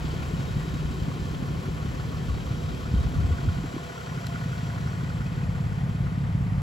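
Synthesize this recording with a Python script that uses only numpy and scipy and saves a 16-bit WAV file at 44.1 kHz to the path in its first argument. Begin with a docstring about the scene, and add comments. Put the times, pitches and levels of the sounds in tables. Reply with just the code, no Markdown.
"""A six-cylinder diesel tow truck idles on an open lot; the listener walks from its side to the rear.
From the start the exhaust hums and throbs, the engine growls and knocks, belt and pump whine, a fan hisses.
From 2.3 to 3.8 s the exhaust stream buffets the microphone; as that ends, the bass dips briefly.
At 4.3 s metal ticks once. Round the rear corner loose parts rattle and the body shades the treble.
The walk ends behind the truck, where the hum is loudest."""
import sys
import numpy as np
from scipy import signal
from scipy.fft import rfft, irfft
from scipy.io import wavfile
from scipy.ndimage import uniform_filter1d

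SR = 44100
rng = np.random.default_rng(int(sys.argv[2]) if len(sys.argv) > 2 else 0)


def to_wav(sig):
    """Store sig (one row per channel, or 1-D mono) as 16-bit WAV at the path in sys.argv[1].

    Samples outside -1..1 are clipped; the rate is SR.
    """
    pcm = np.clip(np.atleast_2d(sig), -1, 1) * 32767
    pcm = np.round(pcm).astype(np.int16)
    wavfile.write(sys.argv[1], SR, pcm.T)  # frames by channels


N = 291920
TIME = np.arange(N) / SR
BINS_HZ = np.arange(N // 2 + 1) * SR / N
CYCLE_HZ, CYLINDERS, FIRST_FIRING_S = 5.82, 6, 0.02472


def from_db(db):
    return 10 ** (np.asarray(db) / 20)


def unit_rms(x):
    return x / np.sqrt(np.mean(x ** 2) + 1e-20)


def swell(at_s, width_s, t=TIME):
    """Bell curve of height 1."""
    return np.exp(-.5 * ((t - at_s) / width_s) ** 2)


def envelope(start_s, attack_s, hold_s, release_s):
    """Linear rise to 1, hold, exponential release."""
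    age_s = TIME - start_s
    return np.clip(age_s / attack_s, 0, 1) * np.exp(-np.maximum(age_s - attack_s - hold_s, 0) / release_s)


def drift(rate_hz):
    """Smooth random motion, rms 1."""
    return unit_rms(irfft(rfft(rng.standard_normal(N)) / (1 + (BINS_HZ / rate_hz) ** 2) ** 2, N))


def resonance(x, hz, width_hz):
    """Two-pole resonator, peak gain 1."""
    r = np.exp(-np.pi * width_hz / SR)
    feedback = [1, -2 * r * np.cos(2 * np.pi * hz / SR), r * r]
    return signal.lfilter(np.array([1, 0, -1]) * (1 - r * r) / 2, feedback, x)


def per_bin(rows):
    """Table columns interpolated over log frequency."""
    hz, *columns = np.transpose(rows)
    return [np.interp(np.log(np.maximum(BINS_HZ, 1)), np.log(hz), column) for column in columns]


def colour(x, spectrum):
    """Spectral shaping with 24 dB/octave skirts."""
    db, = per_bin(spectrum)
    hz = np.maximum(BINS_HZ, 1)
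    skirts = np.minimum(1, np.minimum(hz / spectrum[0][0], spectrum[-1][0] / hz)) ** 4
    return irfft(rfft(x) * from_db(db) * skirts, N)


# Stereo image: f/Hz, coherence/0-1, left lead/rad, left minus right/dB
PORT_IMAGE = [(60, .8, .05, .5), (200, .8, .3, .5), (420, .7, .9, 1.3), (520, .68, 1.1, .8),
              (700, .58, 1.9, -1.4), (860, .25, 1.8, -.6), (1100, .56, 1.4, -1.8), (1400, .68, 2.05, -.8),
              (1900, .48, 1.3, 2.3), (2250, .15, 0, 4.5), (2800, .6, -.8, 6), (3300, .75, -.6, 4.5),
              (3700, .92, 0, 3.5), (5500, .85, 0, 4), (7500, .8, 0, .5), (8500, .25, 0, 0)]


def at_ports(pair):
    """Direct and scattered signal to the left and right microphone ports, rms 1."""
    coherence, lead_rad, balance_db = per_bin(PORT_IMAGE)
    sides = np.array([[1], [-1]])
    direct, scattered = rfft(pair)
    both = np.sqrt(1 + coherence) * direct + np.sqrt(1 - coherence) * scattered * sides
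    return unit_rms(irfft(both * from_db(sides * balance_db / 2) * np.exp(.5j * sides * lead_rad), N))


# Listener's path: t/s, share of the way from side to rear/0-1
WALK_PATH = [(0, 0.2), (2.8, 0.08), (4.2, 0.47), (6.62, 1)]


def along_walk(side, rear):
    """Crossfade of a level or signal from beside the truck to behind it."""
    return side + (rear - side) * np.interp(TIME, *np.transpose(WALK_PATH))


def side_to_rear(pair, side_spectrum, rear_spectrum):
    """Stereo noise whose colour follows the walk."""
    return along_walk(at_ports(colour(pair, side_spectrum)), at_ports(colour(pair, rear_spectrum)))


def near_db():
    """Boost over the first steps, nearer the engine."""
    return 2 * swell(at_s=0, width_s=0.63)


def treble_gain(shade_from_s=4.5, shade_db_per_s=3.5):
    """Up near the engine; shaded by the body past the corner."""
    return from_db(near_db() - shade_db_per_s * np.maximum(TIME - shade_from_s, 0))


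def cyclic_noise(repeat_share, turns):
    """Noise pair that partly recurs every engine cycle, its pattern slowly changing."""
    period = round(SR / CYCLE_HZ)
    first, second = rng.standard_normal((2, 2, period))[:, :, np.arange(N) % period]
    angle = 2 * np.pi * turns * TIME / TIME[-1]
    pattern = first * np.cos(angle) + second * np.sin(angle)
    return np.sqrt(repeat_share) * pattern + np.sqrt(1 - repeat_share) * rng.standard_normal((2, N))


def firing_bursts(cylinder_db, delay_s, decay_s, depth, uneven_db):
    """Gain that swells and decays at each firing; cylinders and cycles differ."""
    firing_hz = CYCLE_HZ * CYLINDERS
    firings = (TIME - FIRST_FIRING_S - delay_s) * firing_hz
    number = np.floor(firings).astype(int)
    age = (firings - number) / firing_hz / decay_s
    chance_db = uneven_db * np.clip(rng.standard_normal(N)[number], -2, 1)
    size = from_db(np.array(cylinder_db)[number % CYLINDERS] + chance_db)
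    return 1 - depth + depth * unit_rms(size * age * np.exp(-age))


# Six firings on the block: relative level/dB
BLOCK_FIRINGS_DB = [1.7, 5.3, 3.5, 4.2, 1.5, 3.1]


def block_bursts(**shape):
    """Firing pulsation of the engine block."""
    return firing_bursts(BLOCK_FIRINGS_DB, **shape)


def high_hiss(level_db=-70):
    """Faint, steady, very high hiss around 11 kHz."""
    spectrum = [(8500, -56), (10500, 34), (12000, 24), (15500, -11)]   # f/Hz, relative level/dB
    return from_db(level_db) * at_ports(colour(rng.standard_normal((2, N)), spectrum))


def whistle(hz=7450, width_hz=420, level_db=-66):
    """Airy narrow-band noise, strongest at the corner."""
    band = resonance(rng.standard_normal((2, N)), hz, width_hz)
    band = resonance(band, hz, width_hz)
    return from_db(level_db) * swell(at_s=4.2, width_s=1.25) * at_ports(band)


def tone(hz, wobble_hz, flutter_db):
    """Slightly unsteady stereo tone, rms 1."""
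    phase = 2 * np.pi * np.cumsum(hz + wobble_hz * drift(23)) / SR
    direct = np.cos(phase) * from_db(flutter_db * drift(16))
    scattered = np.sin(phase) * drift(27)
    return at_ports(np.array([direct, scattered]))


def beam_gain(side_db, rear_db, beams):
    """A tone swells wherever it beams at the listener."""
    boost_db = sum(db * swell(at_s, width_s) for at_s, width_s, db in beams)
    return from_db(along_walk(side_db, rear_db) + boost_db)


# Pump pitch: t/s, f/Hz
PUMP_CURVE = [(0, 1920), (0.4, 1920), (0.7, 1923), (2.3, 1924.5), (2.7, 1926), (4.6, 1927.5), (5.0, 1930),
              (6.62, 1929.5)]
# Pump harmonics: multiple, side level/dB, rear level/dB, beams [t/s, width/s, boost/dB]
PUMP_HARMONICS = [(1, -71, -66, [(.62, .11, 12), (1.95, .14, 13), (4.8, .5, 7)]),
                  (2, -71, -77, [(.55, .35, 11.5), (2.38, .14, 8), (2.95, .45, 8.5), (3.8, .2, 5)]),
                  (3, -70, -77, [(2.5, .3, 4), (4.05, .22, 9), (4.72, .3, 8.5)]),
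                  (4, -72, -77, [(.3, .2, 7), (3.95, .16, 7), (5.05, .2, 4)])]


def pump():
    """Thin whine, creeping up in pitch."""
    hz = np.interp(TIME, *np.transpose(PUMP_CURVE))
    return sum(beam_gain(*levels) * tone(hz * multiple, wobble_hz=2.8, flutter_db=2.2)
               for multiple, *levels in PUMP_HARMONICS)


# Fan spectrum: f/Hz, relative level/dB
FAN_SPECTRUM = [(2800, -5), (4200, 0), (5500, -.5), (6700, -.5), (7650, 1.5), (8300, -9), (11000, -8),
                (15500, -11)]


def fan(level_db=-55.5):
    """Air hiss, pulsing lightly with the firings."""
    air = rng.standard_normal((2, N))
    air *= block_bursts(delay_s=-0.0046, decay_s=0.0067, depth=0.17, uneven_db=3)
    return from_db(level_db) * treble_gain() * at_ports(colour(air, FAN_SPECTRUM))


# Tick modes: f/Hz, peak level/dB, decay/s
METAL_MODES = [(1550, -38, .003), (2750, -38, .002), (4100, -34, .0026), (4900, -39, .0014),
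               (7000, -43, .001), (11500, -47, .001)]


def tick(at_s=4.2685, crack_db=-36, crack_s=0.00074):
    """One metallic tick: a crack and short modes."""
    age_s = np.maximum(TIME - at_s, 0)
    crack = from_db(crack_db) * rng.standard_normal(N) * (age_s > 0) * np.exp(-age_s / crack_s)
    return crack + sum(from_db(db) * np.exp(-age_s / decay_s) * np.sin(2 * np.pi * hz * age_s)
                       for hz, db, decay_s in METAL_MODES)


# Modes of loose parts: f/Hz, width/Hz, relative level/dB
LOOSE_MODES = [(1020, 84, 11), (1290, 70, -4), (1430, 130, 7), (1700, 120, 4), (1980, 130, 1),
               (2130, 260, 5)]


def rattle(hits_per_s=300, uneven_db=2.5, level_db=-51):
    """Loose parts chatter under the bed, heard round the rear corner."""
    hits = np.flatnonzero(rng.random(N) < hits_per_s / SR)
    force = from_db(uneven_db * rng.standard_normal(len(hits)))
    out = 0
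    for hz, width_hz, db in LOOSE_MODES:
        clicks = np.zeros((2, N))
        clicks[:, hits] = force * rng.uniform(-1, 1, (2, len(hits)))
        out += from_db(db) * unit_rms(resonance(clicks, hz, width_hz))
    return from_db(level_db) * swell(at_s=4.8, width_s=0.45) * at_ports(out)


# Injector spectrum: f/Hz, relative level/dB
INJECTOR_SPECTRUM = [(1900, -29), (2300, 0), (2600, 1), (2820, -3), (2980, 1.5), (3250, 2), (3550, -4),
                     (4300, -3.5), (5300, -9), (6500, -16)]


def injectors(level_db=-51.17):
    """Injector rasp, pulsing with the firings."""
    spray = cyclic_noise(repeat_share=0.074, turns=0.79)
    spray *= block_bursts(delay_s=-0.0056, decay_s=0.01, depth=0.21, uneven_db=7)
    return from_db(level_db) * treble_gain() * at_ports(colour(spray, INJECTOR_SPECTRUM))


# Struck parts: place in cycle/firings, f/Hz, peak level/dB, loudest at t/s, width/s
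STRUCK_PARTS = [(0.018, 1380, -39.5, 4.5, 0.66), (0.027, 3275, -48, 3.3, 0.6),
                (0.819, 1446, -39.5, 4.1, 1.5), (1, 225, -31.5, 5.8, 1.3), (1.119, 3140, -51, 2.6, 1.2),
                (1.201, 1130, -41.5, 2.8, 1.2), (1.199, 1977, -46, 4.2, 1.2),
                (1.242, 1443, -35.5, 4.7, 0.49), (1.799, 439, -41.5, 0.81, 2), (1.83, 1500, -49, 4.9, .6),
                (2.02, 1097, -41, 1.4, 1.4), (2.1, 1510, -45, 4.8, 0.56), (2.13, 3200, -60, 5.4, 1.5),
                (2.818, 1350, -40, 2.1, 1.5), (2.821, 2520, -44.5, 5.37, 0.27), (2.9, 708, -41.5, 3.5, 1.9),
                (2.919, 4410, -54, 2, 3.1), (3.259, 1468, -36.5, 4.26, 1.2), (3.548, 289, -34, 1.9, 1.8),
                (3.929, 407, -35, 0.61, 1.8), (3.949, 1914, -44.5, 4.6, 1.5), (4.031, 3220, -52, 2.6, 2.4),
                (4.07, 1090, -59, 5.5, 0.76), (4.102, 1460, -42, 4.5, 0.67), (5.12, 2985, -52.5, 1.2, 1.5),
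                (5.169, 1040, -40.5, 3.84, 0.51), (5.67, 1460, -43, 4.8, 0.28)]


def clatter(rise_s=0.0015, ring_s=0.0074, uneven_db=2, jitter_s=0.0005, neighbours=0.27, scattered=0.3):
    """Parts struck once a cycle ring with a main mode and two neighbours of random strength."""
    age_s = np.arange(SR // 25) / SR
    ring = (1 - np.exp(-age_s / rise_s)) * np.exp(-age_s / ring_s)
    ring /= ring.max()
    mode_ratios = np.array([[1], [0.892], [1.108]])
    out = np.zeros((2, N + SR))
    for place, hz, db, loudest_s, width_s in STRUCK_PARTS:
        modes = ring * np.sin(2 * np.pi * hz * mode_ratios * age_s)
        for cycle in range(int(TIME[-1] * CYCLE_HZ) + 1):
            force, late, lower, upper, *echo = rng.standard_normal(7)
            at_s = FIRST_FIRING_S + (cycle + place / CYLINDERS) / CYCLE_HZ + jitter_s * late
            gain = from_db(db + uneven_db * force) * swell(loudest_s, width_s, at_s)
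            weights = np.array([[1, neighbours * lower, neighbours * upper], scattered * np.array(echo)])
            start = max(int(at_s * SR), 0)
            out[:, start:start + len(age_s)] += gain * weights @ modes
    return at_ports(out[:, :N]) * np.sqrt(np.mean(out[0, :N] ** 2))


# Engine and belt tones: f/Hz, side level/dB, rear level/dB, beams [t/s, width/s, boost/dB]
ENGINE_AND_BELT_TONES = [(76.5, -44, -57, [(0.3, 0.4, 6.5)]), (153, -40.5, -54.5, [(1.05, 0.9, 5.5)]),
                         (374.3, -56.5, -62.5, [(1.3, 0.98, 8)]), (489.4, -60, -66, [(2.65, 0.26, 6),
                         (3.85, 0.36, 12.5), (5.6, 0.36, 10.5)]), (686.6, -66, -58, [(3.2, 0.3, 9.5),
                         (4.15, 0.6, 12)]), (1750, -60, -66, [(2.1, 0.13, 6.5)])]


def engine_and_belt_tones():
    """Wavering tones of the engine and its belt drive."""
    return sum(beam_gain(*levels) * tone(hz, wobble_hz=1.216, flutter_db=2.5)
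               for hz, *levels in ENGINE_AND_BELT_TONES)


# Growl spectra, side and rear: f/Hz, relative level/dB
GROWL_AT_SIDE = [(200, 4.5), (265, -2.5), (320, -7.5), (385, -2.5), (450, -4), (510, -3.5), (590, -12),
                 (680, -17)]
GROWL_AT_REAR = [(200, -13), (265, -7), (320, -15), (385, -2), (440, -1.5), (495, -2.5), (590, -15.5),
                 (680, -24)]


def growl(side_db=-43.5, rear_db=-52):
    """Combustion shakes the block, much alike each cycle."""
    shake = cyclic_noise(repeat_share=0.76, turns=0.54)
    shake *= block_bursts(delay_s=0.015, decay_s=0.0036, depth=0.27, uneven_db=2.5)
    return from_db(along_walk(side_db, rear_db)) * side_to_rear(shake, GROWL_AT_SIDE, GROWL_AT_REAR)


# Knock spectra, side and rear: f/Hz, relative level/dB
KNOCK_AT_SIDE = [(540, 0), (590, -3.5), (690, 2), (800, -2.5), (930, -3.5), (1060, 1.5), (1230, -4.5),
                 (1430, 1), (1630, -8), (1950, -8), (2200, -9), (2500, -14.5)]
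KNOCK_AT_REAR = [(540, -0.5), (590, -2), (690, 3), (800, 0), (930, 1.5), (1060, -1.5), (1230, 0),
                 (1480, -3), (1650, -6.5), (1950, -4.5), (2200, -8), (2500, -11.5)]


def knock(side_db=-44, rear_db=-44.5, corner_db=0.6):
    """Combustion knock; at the corner it also carries along the underside of the bed."""
    blows = cyclic_noise(repeat_share=0.42, turns=0.71)
    blows *= block_bursts(delay_s=-0.0039, decay_s=0.0086, depth=0.26, uneven_db=4)
    level_db = along_walk(side_db, rear_db) + near_db() + corner_db * swell(at_s=3.5, width_s=0.74)
    return from_db(level_db) * side_to_rear(blows, KNOCK_AT_SIDE, KNOCK_AT_REAR)


# Gusts: t/s, length/s, level/dB
STREAM_GUSTS = [(2.284, 0.057, -27.5), (2.629, 0.048, -31.5), (2.913, 0.16, -25.5), (3.148, 0.16, -25),
                (3.435, 0.038, -22), (3.558, 0.067, -58)]
# Eddy spectrum: f/Hz, relative level/dB
EDDY_SPECTRUM = [(20, -29), (40, -15), (68, 3), (105, -5.5), (170, -13), (280, -23), (450, -35.5),
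                 (900, -59)]
# Puffs: t/s, peak level/dB, f/Hz
STREAM_PUFFS = [(2.334, -26, 94), (2.458, -25, 70), (2.508, -21, 115), (2.638, -21.5, 71),
                (2.938, -17.5, 193), (2.965, -15.5, 67), (3.017, -27, 64), (3.05, -18, 66),
                (3.182, -16.5, 113.4), (3.243, -18, 81), (3.284, -19, 70.4), (3.311, -19, 84.5),
                (3.474, -13.5, 95), (3.584, -22.5, 196), (3.639, -25, 273), (3.74, -23.5, 261),
                (3.764, -23, 308)]


def exhaust_stream(attack_s=0.014, release_s=0.044, puff_rise_cycles=0.71):
    """Exhaust gas blows across the microphone in gusts and single puffs."""
    flow = sum(from_db(db) * envelope(at_s, attack_s, length_s - attack_s, release_s)
               for at_s, length_s, db in STREAM_GUSTS)
    out = flow * at_ports(colour(rng.standard_normal((2, N)), EDDY_SPECTRUM))
    for at_s, db, hz in STREAM_PUFFS:
        cycles = np.maximum(TIME - at_s, 0) * hz
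        age = cycles / puff_rise_cycles
        out += from_db(db) * age * np.exp(1 - np.minimum(age, 50)) * np.sin(2 * np.pi * cycles)
    return out


def bass_dip(depth_db, hold_s, return_s, start_s=3.565, fall_s=0.33):
    """Gain of the brief dip in the bass."""
    return from_db(-depth_db * envelope(start_s, fall_s, hold_s, return_s))


# Six firings in the exhaust: relative level/dB
EXHAUST_FIRINGS_DB = [-2, -3.5, -7, -6.5, -4.2, -4]
# Rumble spectra, side and rear: f/Hz, relative level/dB
RUMBLE_AT_SIDE = [(32, -24), (42, -6), (56, 0), (80, -5), (115, -5), (160, -6), (200, -18), (260, -12),
                  (330, -18)]
RUMBLE_AT_REAR = [(32, -31), (42, -6), (56, 0), (85, 0.5), (125, -3.5), (160, -11), (200, -7.5),
                  (260, -24.5), (330, -23)]


def exhaust_rumble(side_db=-33.5, rear_db=-31):
    """Turbulent gas, throbbing at each firing."""
    gas = cyclic_noise(repeat_share=0.15, turns=0.33)
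    gas *= firing_bursts(EXHAUST_FIRINGS_DB, delay_s=-0.01, decay_s=0.0085, depth=0.67, uneven_db=1)
    return from_db(along_walk(side_db, rear_db)) * side_to_rear(gas, RUMBLE_AT_SIDE, RUMBLE_AT_REAR)


# Hum tones: multiple of the cycle rate, relative side level/dB, relative rear level/dB
HUM_TONES = [(9, -8, -14), (12, -4.5, -4.5), (14, -20, -13), (16, -20, -13), (18, -2, 2.5), (21, -2.5, -4),
             (22, -15, -13), (23.055, 2, -0.5), (24, -3, 0.5), (27, -1.5, 0), (29, -17, -11),
             (30, .5, -1.5), (33, -16, -7), (35, -8, -19), (36, -9, -19), (39, -10, -15), (41, -10, -23),
             (42, -14, -19), (45, -11, -18), (48, -14, -26), (51, -15, -28)]


def exhaust_hum(side_db=-36, rear_db=-26, waver_db=0.5, delay_s=-0.0293, left_lead_s=0.00029):
    """Engine orders swell together at strong firings; pipe echoes and turbulence scatter their phases."""
    port_lead_s = left_lead_s * np.array([[.5], [-.5]])
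    cycles = (TIME - FIRST_FIRING_S - delay_s + port_lead_s) * CYCLE_HZ
    out = np.zeros((2, N))
    # A separate tone near 134 Hz beats slowly against the engine orders.
    for multiple, *levels_db in HUM_TONES:
        gain = from_db(along_walk(*levels_db) + waver_db * drift(0.91))
        scatter_rad = 0.79 * drift(0.26) + 0.11 * drift(11)
        out += gain * np.sin(2 * np.pi * multiple * cycles - np.pi / 4 + scatter_rad)
    running_rms = np.sqrt(uniform_filter1d(np.mean(out ** 2, axis=0), size=4 * round(SR / CYCLE_HZ)))
    return from_db(along_walk(side_db, rear_db)) * out / running_rms


# Harder firings: t/s, boost/dB
HARD_FIRINGS = [(0.051, 6.5), (0.346, 7), (0.398, 8), (0.573, 8.5), (0.745, 3), (0.857, 7.5), (0.915, 4.5),
                (1.085, 4.5), (1.224, 5), (1.427, 5), (1.49, 6), (1.755, 0), (1.94, 1), (4.178, 4.5),
                (4.347, 3.5), (4.462, 2.5), (5.265, 2), (6.183, 0.5), (6.355, 2.5), (6.525, 2)]


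def exhaust(thump_width_s=0.0065, deep_hz=61):
    """Rumble and hum, some firings thumping harder; in the dip the deepest bass stays down longest."""
    out = exhaust_rumble() * bass_dip(depth_db=15, hold_s=0.13, return_s=0.59)
    out += exhaust_hum() * bass_dip(depth_db=8, hold_s=0.13, return_s=0.077)
    out *= from_db(sum(db * swell(at_s, thump_width_s) for at_s, db in HARD_FIRINGS))
    deep = signal.sosfiltfilt(signal.butter(3, deep_hz, fs=SR, output="sos"), out)
    return out - deep + deep * bass_dip(depth_db=11, hold_s=0.55, return_s=0.6)


def scene():
    truck = exhaust() + growl() + knock() + injectors() + fan() + clatter()
    truck += engine_and_belt_tones() + pump() + whistle() + rattle() + tick()
    return truck + exhaust_stream() + high_hiss()


def record(dry, cutoff_hz=15800):
    """Steep low-pass."""
    return signal.sosfilt(signal.ellip(10, .1, 90, cutoff_hz, fs=SR, output="sos"), dry)


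dry = scene()
out = record(dry)
to_wav(out)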